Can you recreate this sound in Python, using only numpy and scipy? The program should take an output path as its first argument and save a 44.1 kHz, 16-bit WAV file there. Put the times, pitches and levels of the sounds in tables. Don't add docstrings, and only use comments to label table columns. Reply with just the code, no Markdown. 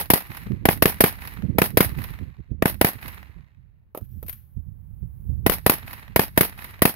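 import sys
import numpy as np
from scipy import signal
from scipy.fft import rfft, irfft, next_fast_len
from scipy.io import wavfile
from scipy.ndimage import uniform_filter1d

SR = 44100
rng = np.random.default_rng(int(sys.argv[2]) if len(sys.argv) > 2 else 0)


def wav_record(signal):
    frames = np.transpose(np.atleast_2d(signal))
    bounded = np.clip(frames, -1, 1)
    quanta = np.round(bounded * 32767).astype(np.int16)
    wavfile.write(sys.argv[1], SR, quanta)


def invert_db(level):
    return 10 ** (np.asarray(level, dtype=float) / 20)


N = 306495
TIME = np.arange(N) / SR

# start in seconds, level in dB, relative gas hiss in dB, bank echo in dB,
# hiss of the bank echo in dB.
SHOTS = [(0.0995, -1.5, 1, -0.5, 8), (0.6515, -1.5, -7, 2.5, -5), (0.8202, -0.5, -1, 2, 0.5),
         (1.0031, 0, 1.5, 3, 3), (1.5818, -1.5, -8, 1.5, -1), (1.7695, 0, -3, 1.5, 3),
         (2.6204, -3, -19.5, 0.5, -4), (2.8099, -0.5, -6, -2.5, 1.5), (5.461, 0, -7.5, -3.5, 0),
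         (5.6606, -1, -3, 0.5, 5), (6.158, -1.5, -4, -1.5, 0.5), (6.373, -0.5, -3.5, -0.5, 4),
         (6.8174, -1, -1, 1.5, 4)]
EARLIER_SHOT = (-.0655, -1, -8, 0, 3)
# frequency in Hz, level in dB per Hz.
BODY = [(150, -2), (270, -1.5), (450, -2.5), (900, 0), (1300, -7), (2000, -2.5), (3000, -12.5), (4500, -29),
        (8000, -30.5)]
# frequency in Hz, level in dB per Hz.
TREES = [(200, 4), (500, -5), (1000, 3.5), (1400, 1), (1900, 6), (2600, 0), (3300, -10.5), (4000, -8),
         (5000, -18), (8000, -26)]


def colour(x, points):
    hz, db = np.transpose(points)
    f = np.fft.rfftfreq(x.shape[-1], 1 / SR) + 1
    gain = invert_db(np.interp(np.log(f), np.log(hz), db)) * np.minimum(f / hz[0], 1) ** 2
    return irfft(rfft(x) * gain, x.shape[-1])


def noise(points, size, alike, lag_ms=0.):
    mid, side = colour(rng.standard_normal((2, next_fast_len(size))), points)[:, :size]
    share = np.clip(alike, 0, 1)
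    pair = np.sqrt(1 + share) * mid + np.sqrt(1 - share) * side * np.array([[1], [-1]])
    pair[0] = np.roll(pair[0], int(round(lag_ms * SR / 1000)))
    return pair / pair.std()


def add(out, x, s):
    i = int(round(s * SR))
    x = x[:, max(-i, 0):N - i]
    out[:, max(i, 0):max(i, 0) + x.shape[1]] += x


def pan(db):
    return invert_db(np.array([db, -db]) / 2)


def swell(t, peak, rise, hold, t60, db):
    climb = 30 * np.maximum(peak - t, 0) / max(rise, 1e-4)
    decay = 60 * np.maximum(t - peak - hold, 0) / max(t60, 1e-3)
    return invert_db(db - climb - decay)


def ring(hz, t60, s):
    s = np.maximum(s, 0)
    return np.sin(2 * np.pi * hz * s) * np.exp(-np.log(1000) * s / t60)


def fronts(table, ms, wobble_ms=.1, rise_ms=.15):
    out = 0
    for (at, half, *size), chance in zip(table, rng.standard_normal((len(table), 3))):
        u = np.maximum(ms - at - wobble_ms * chance[0], 0)
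        wave = (1 - np.exp(-u / rise_ms)) * (1 - u / half) * np.exp(-u / half)
        out = out + (np.array(size) * (1 + 0.067 * chance[1:]))[:, None] * wave
    return out


def far_share(ms):
    return np.clip((ms - 75) / 60, 0, 1)


def shot(same, gas_db, bank_db, bank_gas_db, size=57600):
    # delay in ms, half length in ms, signed size left, right.
    near_fronts = [(.5, 1.3, -.2, -.6), (2.1, 1.2, .3, 1.4), (2.9, 1.3, -1.0, -2.3), (3.9, 1.8, .8, 0),
                   (5.2, 1.5, 0, .8)]
    bank_fronts = [(34.3, 1.0, -.8, -1.2), (35.5, 1.5, .7, 1.5), (39, 1.0, -.5, -.5), (48, .5, .08, .25),
                   (58, .5, .08, .25), (76, .5, .1, .15)]
    # frequency in Hz, left level in dB, right level in dB, t60 in seconds.
    modes = [(658, -13, -22.5, 0.041), (180.5, -29.5, -26, 0.16), (1902, -19, -15, 0.021)]
    # arrival in ms, hold in ms, t60 in ms, body in dB, treble in dB.
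    returns = [
        (0.4, 3.2, 18, -6, -9.5),
        (0.4, 13, 72, -26, -21.5),
        (34.24, 0.23, 19, 1.5, -12),
        (33.3, 43, 113, -26.5, -28),
        (202, 120, 790, -47, -54.5),
        (99.7, 140, 2200, -63, -61),
    ]
    echo_ms = [48, 58, 76, 122, 217.5, 248, 269.5, 275, 334, 367, 418]
    # level in dB, smear in ms, treble in dB.
    echoes = [(-21, 0.68, -9.5), (-21, 2.5, -9), (-25, 2.6, -10), (-34.5, 1.5, -2), (-39, 5.7, -14),
              (-40.5, 4.4, -9), (-30, 2.9, -5), (-43, 9.0, -11.5), (-42, 2.5, -7), (-38, 1.1, -24),
              (-34.5, 1.9, -26.5)]
    # frequency in Hz, level in dB per Hz.
    port_colour = [(3000, -10), (5000, -8.5), (7500, -24.5), (9500, -9.5), (11300, 1.5), (13000, 4),
                   (15000, -4), (15700, -5.5), (16100, -43)]
    rise_ms, blur_ms = 0.96, 100
    air_db_per_s, air_from_ms = 65, 290

    ms = np.arange(size) / SR * 1000
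    body, treble = 0, 0
    for at, hold, t60, body_db, treble_db in returns:
        shape = swell(ms, at + rise_ms, rise_ms * (1 + (at / blur_ms) ** 2), hold, t60, 0)
        body = body + invert_db(body_db) * shape
        treble = treble + invert_db(treble_db) * shape
    treble = treble * invert_db(-air_db_per_s * np.maximum(ms - air_from_ms, 0) / 1000)

    bank_ms = bank_fronts[0][0]
    since_front = np.where(ms < bank_ms, ms, ms - bank_ms)
    pan_db = -1.5 + 10 * np.exp(-since_front / 4.7)

    near, bank = ms < 30, (ms >= 33.8) & (ms < 46)
    body = body * invert_db(bank_db * bank + 0.34 * (gas_db + 9.0) * near)
    treble = treble * invert_db(gas_db * near + bank_gas_db * bank)
    for delay, (db, smear, air_db) in zip(echo_ms, echoes):
        burst = invert_db(db) * np.exp(-np.maximum((ms - delay) / smear, (delay - ms) / smear * 3))
        body = body + burst
        treble = treble + burst * invert_db(air_db)

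    far = far_share(ms)
    fresh = (1 - far) * noise(BODY, size, 0.2, lag_ms=.3) + far * noise(TREES, size, 0.09, lag_ms=.3)
    scatter = body * (0.36 * fresh + 0.55 * same) * pan(pan_db - 2.0)
    tree_line = (ms > 200) & (ms < 280)
    hiss = treble * noise(port_colour, size, 0.31, lag_ms=.12) * pan(pan_db - 4.5 * tree_line)

    rings = 0
    for hz, left_db, right_db, t60 in modes:
        struck = ring(hz, t60, ms / 1000 - .0039) + .6 * ring(hz, t60, ms / 1000 - .036)
        rings = rings + invert_db(np.array([[left_db], [right_db]])) * struck
    return fronts(near_fronts, ms) + invert_db(bank_db) * fronts(bank_fronts, ms) + rings + scatter + hiss


def rifle(size=57600):
    trigger_lead_s = .0016
    out = np.zeros((2, N))
    patches = np.repeat(rng.standard_normal(size // 120 + 1), 120)[:size]
    clumps = invert_db(6 * uniform_filter1d(patches, size=160))
    ground = clumps * noise([(100, 0.006), (10000, 0.0036)], size, 0.56, lag_ms=0.28)
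    far = far_share(np.arange(size) / SR * 1000)
    same = (1 - far) * colour(ground, BODY) + far * colour(ground, TREES)
    same = same / same.std()
    for s, db, *rest in [EARLIER_SHOT] + SHOTS:
        add(out, invert_db(db + 1.5) * shot(same, *rest), s + trigger_lead_s)
    return out


def wind():
    # peak in seconds, left level in dB, right level in dB, t60 in seconds.
    gusts = [(.01, -70, -35.5, 1), (0.306, -43, -34, 0.18), (0.469, -33.5, -32, 0.13),
             (0.512, -41, -27.5, 1.2), (1.439, -57, -28, 2.6), (1.74, -44, -31.5, 2.4),
             (1.862, -36, -27, 1.5), (1.981, -59, -27.5, 0.98), (2.11, -89, -29.5, 0.81),
             (2.212, -46, -25.5, 0.43), (2.397, -42.5, -26, 0.096), (2.52, -51, -25, 0.44),
             (2.719, -46, -27.5, 0.66), (2.958, -50, -29.5, 0.12), (3.051, -56, -34.5, 1.5),
             (3.298, -51.5, -34, 0.055), (3.367, -65, -33.5, 0.39), (3.581, -68.5, -43, 1.3),
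             (4.018, -65, -29.5, .35), (4.13, -50, -30, 1.2), (4.25, -40, -26.5, 0.15),
             (4.574, -59, -20.5, 0.19), (4.67, -58, -29, 0.51), (4.91, -49, -33.5, 0.91),
             (5.03, -60, -21.5, 0.25), (5.299, -42.5, -19.5, 1.2), (5.399, -39.5, -24.5, 0.93),
             (5.85, -38, -33.5, 0.21), (6.101, -70, -35.5, 1.3), (6.25, -42.5, -38, 5.7)]
    # time in seconds, left level in dB, right level in dB,
    # reach of the flutter in dB.
    breeze = [(0, -55, -53, 2.5), (.7, -45, -30.5, 11.5), (1.05, -42, -37, 3), (1.45, -57.5, -36.5, 10),
              (2.4, -57, -47, 0.5), (3.2, -68.5, -49.5, 4.5), (3.8, -58, -54.5, -6.5),
              (4.2, -57.5, -58, -6), (4.7, -57, -39.5, -16.5), (5.4, -45, -33.5, -7.5),
              (5.75, -50.5, -38.5, 2.5), (6.7, -62, -50, -4), (6.95, -52, -78.5, -9)]

    s, *ports, reach_db = np.transpose(breeze)
    slow = TIME[::32]
    gain = invert_db(np.array([np.interp(slow, s, port) for port in ports]))
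    snap = 0
    for at, left_db, right_db, t60 in gusts:
        shape = swell(slow, at, 0.027 + 0.071 * t60, 0, t60, 0)
        gain = np.maximum(gain, invert_db(np.array([[left_db], [right_db]])) * shape)
        snap = snap + swell(slow, at, .03, 0, 0.054, 3)
    snap = np.interp(TIME, slow, snap)
    gain = np.array([np.interp(TIME, slow, port) for port in gain])

    low = noise([(45, -3.0), (70, 1), (120, -5.5), (200, -19.0), (400, -56.5), (1000, -83.0)], N, 0)
    low = low / np.sqrt(uniform_filter1d(low ** 2, size=2200) + 0.21)
    high = noise([(120, 2.5), (200, -0.5), (330, -11.5), (550, -26), (1200, -69.0)], N, 0)
    eddies = np.repeat(invert_db(5 * rng.standard_normal((2, N // 900 + 1))), 900, axis=1)[:, :N]
    bursts = uniform_filter1d(eddies, size=600)
    thumps = low * bursts ** 0.092
    reach = np.sqrt(gain) * invert_db(4.03 + np.interp(TIME, s, reach_db))
    flutter = high * (0.77 * bursts + snap) * reach
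    return gain * (thumps + flutter)


def field():
    # time in seconds, level in dB.
    hiss_level = [(3.9, -92), (4.0, -74), (4.45, -73), (4.75, -77.5), (5.3, -67), (5.46, -71.5),
                  (5.47, -93)]
    fired = np.array([row[0] for row in [EARLIER_SHOT] + SHOTS])
    since = TIME - fired[np.searchsorted(fired, TIME) - 1]
    air = noise([(300, 2.5), (500, -5.5), (900, -9), (2000, -18.5), (9000, -43.0)], N, 0.2)
    hiss = noise([(8500, -36.5), (10000, -12.5), (10600, 2.5), (11700, -13), (12600, 1.5), (15300, 0.5),
                  (15700, 3.0), (16100, -27.0)], N, .1)
    return invert_db(-56.5 + 6.6 * (since - 4.5)) * air + invert_db(np.interp(TIME, *np.transpose(hiss_level))) * hiss


def reload(size=8000):
    # start in seconds, treble in dB, relative thud in dB,
    # left minus right in dB, t60 in seconds.
    handling = [(3.9485, -30.5, 4.5, -4.5, 0.054), (3.9741, -24, -3, -1.5, 0.051),
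                (4.0103, -45.5, -1, 1, 0.096), (4.2276, -29.5, -7.5, -1, 0.049),
                (4.2632, -36, -20, 10, 0.091), (4.2844, -38, -7, -6, 0.047), (4.2941, -17, -30, 11, 0.04),
                (4.3277, -25.5, -36.5, 5.5, 0.065)]
    # peak in seconds, rise before it in seconds, hold in seconds,
    # t60 in seconds, level in dB.
    shakes = [(3.964, 0.0058, .002, 0.18, -52), (4.047, 0.045, .002, .09, -59.5), (4.26, .06, .02, .3, -63),
              (4.283, 0.0044, 0.0015, 0.045, -33.5), (4.294, .01, 0.0033, 0.31, -45),
              (4.097, .05, 0.25, 0.98, -67)]
    # frequency in Hz, level in dB, t60 in seconds.
    spring_modes = [(14110, -60, 0.4), (5600, -82, 0.2)]
    spring_s = (4.115, 4.228)
    # frequency in Hz, level in dB per Hz.
    click_colour = [(1500, -10), (2200, -12), (3500, -15), (6000, -21.5), (8500, -25), (10500, -9),
                    (13100, 4.5), (14300, -4.5), (15700, -8.5), (16100, -35)]
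    hollow = [(200, -10.0), (350, 3.0), (600, 4.5), (1100, -7), (1300, -2), (1600, -41), (2500, -17),
              (5000, -43.5)]

    out, s = np.zeros((2, N)), np.arange(size) / SR
    for at, db, thud_db, pan_db, t60 in handling:
        decay = np.exp(-np.log(1000) * s / t60) + .5 * np.exp(-s / 0.0021)
        click = noise(click_colour, size, 0.18) * decay * (1 - np.exp(-s / 0.00046))
        modes = 12.5 * ring(494, 0.007, s - .0008) + 1.3 * ring(860, 0.0092, s - .0008)
        thud = (1 - np.exp(-(s / 0.0016) ** 2)) * modes
        thud = thud + 1.22 * noise(hollow, size, 0.44) * np.exp(-s / 0.0095)
        add(out, invert_db(db - 10.5) * pan(pan_db)[:, None] * (click + invert_db(thud_db) * thud), at)

    slow = TIME[::16]
    shaking = np.interp(TIME, slow, sum(swell(slow, *row) for row in shakes))
    rattle = shaking * noise(click_colour, N, 0.14) * pan(1.8)[:, None]

    spring = 0
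    for hz, db, t60 in spring_modes:
        for at in spring_s:
            pair = ring(hz, t60, TIME - at) + 0.3 * ring(hz + 45, t60, TIME - at)
            spring = spring + invert_db(db) * pair
    return out + rattle + spring


def scene():
    return rifle() + wind() + field() + reload()


def top_cut(x):
    return signal.sosfilt(signal.butter(12, 16820, fs=SR, output="sos"), x)


def record(dry):
    stall_s = (5.4985, 5.519)
    x = .8 * np.tanh(1.2 * dry / .8)
    stalled = uniform_filter1d(1. * ((TIME > stall_s[0]) & (TIME < stall_s[1])), size=40)
    x[1] = x[1] * invert_db(-24 * stalled) + .4 * ring(40, 0.05, TIME - stall_s[0])
    x = signal.sosfilt(signal.butter(1, 30, "high", fs=SR, output="sos"), x)
    x = signal.sosfilt(signal.ellip(6, .5, 60, 16100, fs=SR, output="sos"), x)
    x = np.tanh(x + x ** 3 / 3)
    return top_cut(x)


dry = scene()
out = record(dry)
wav_record(out)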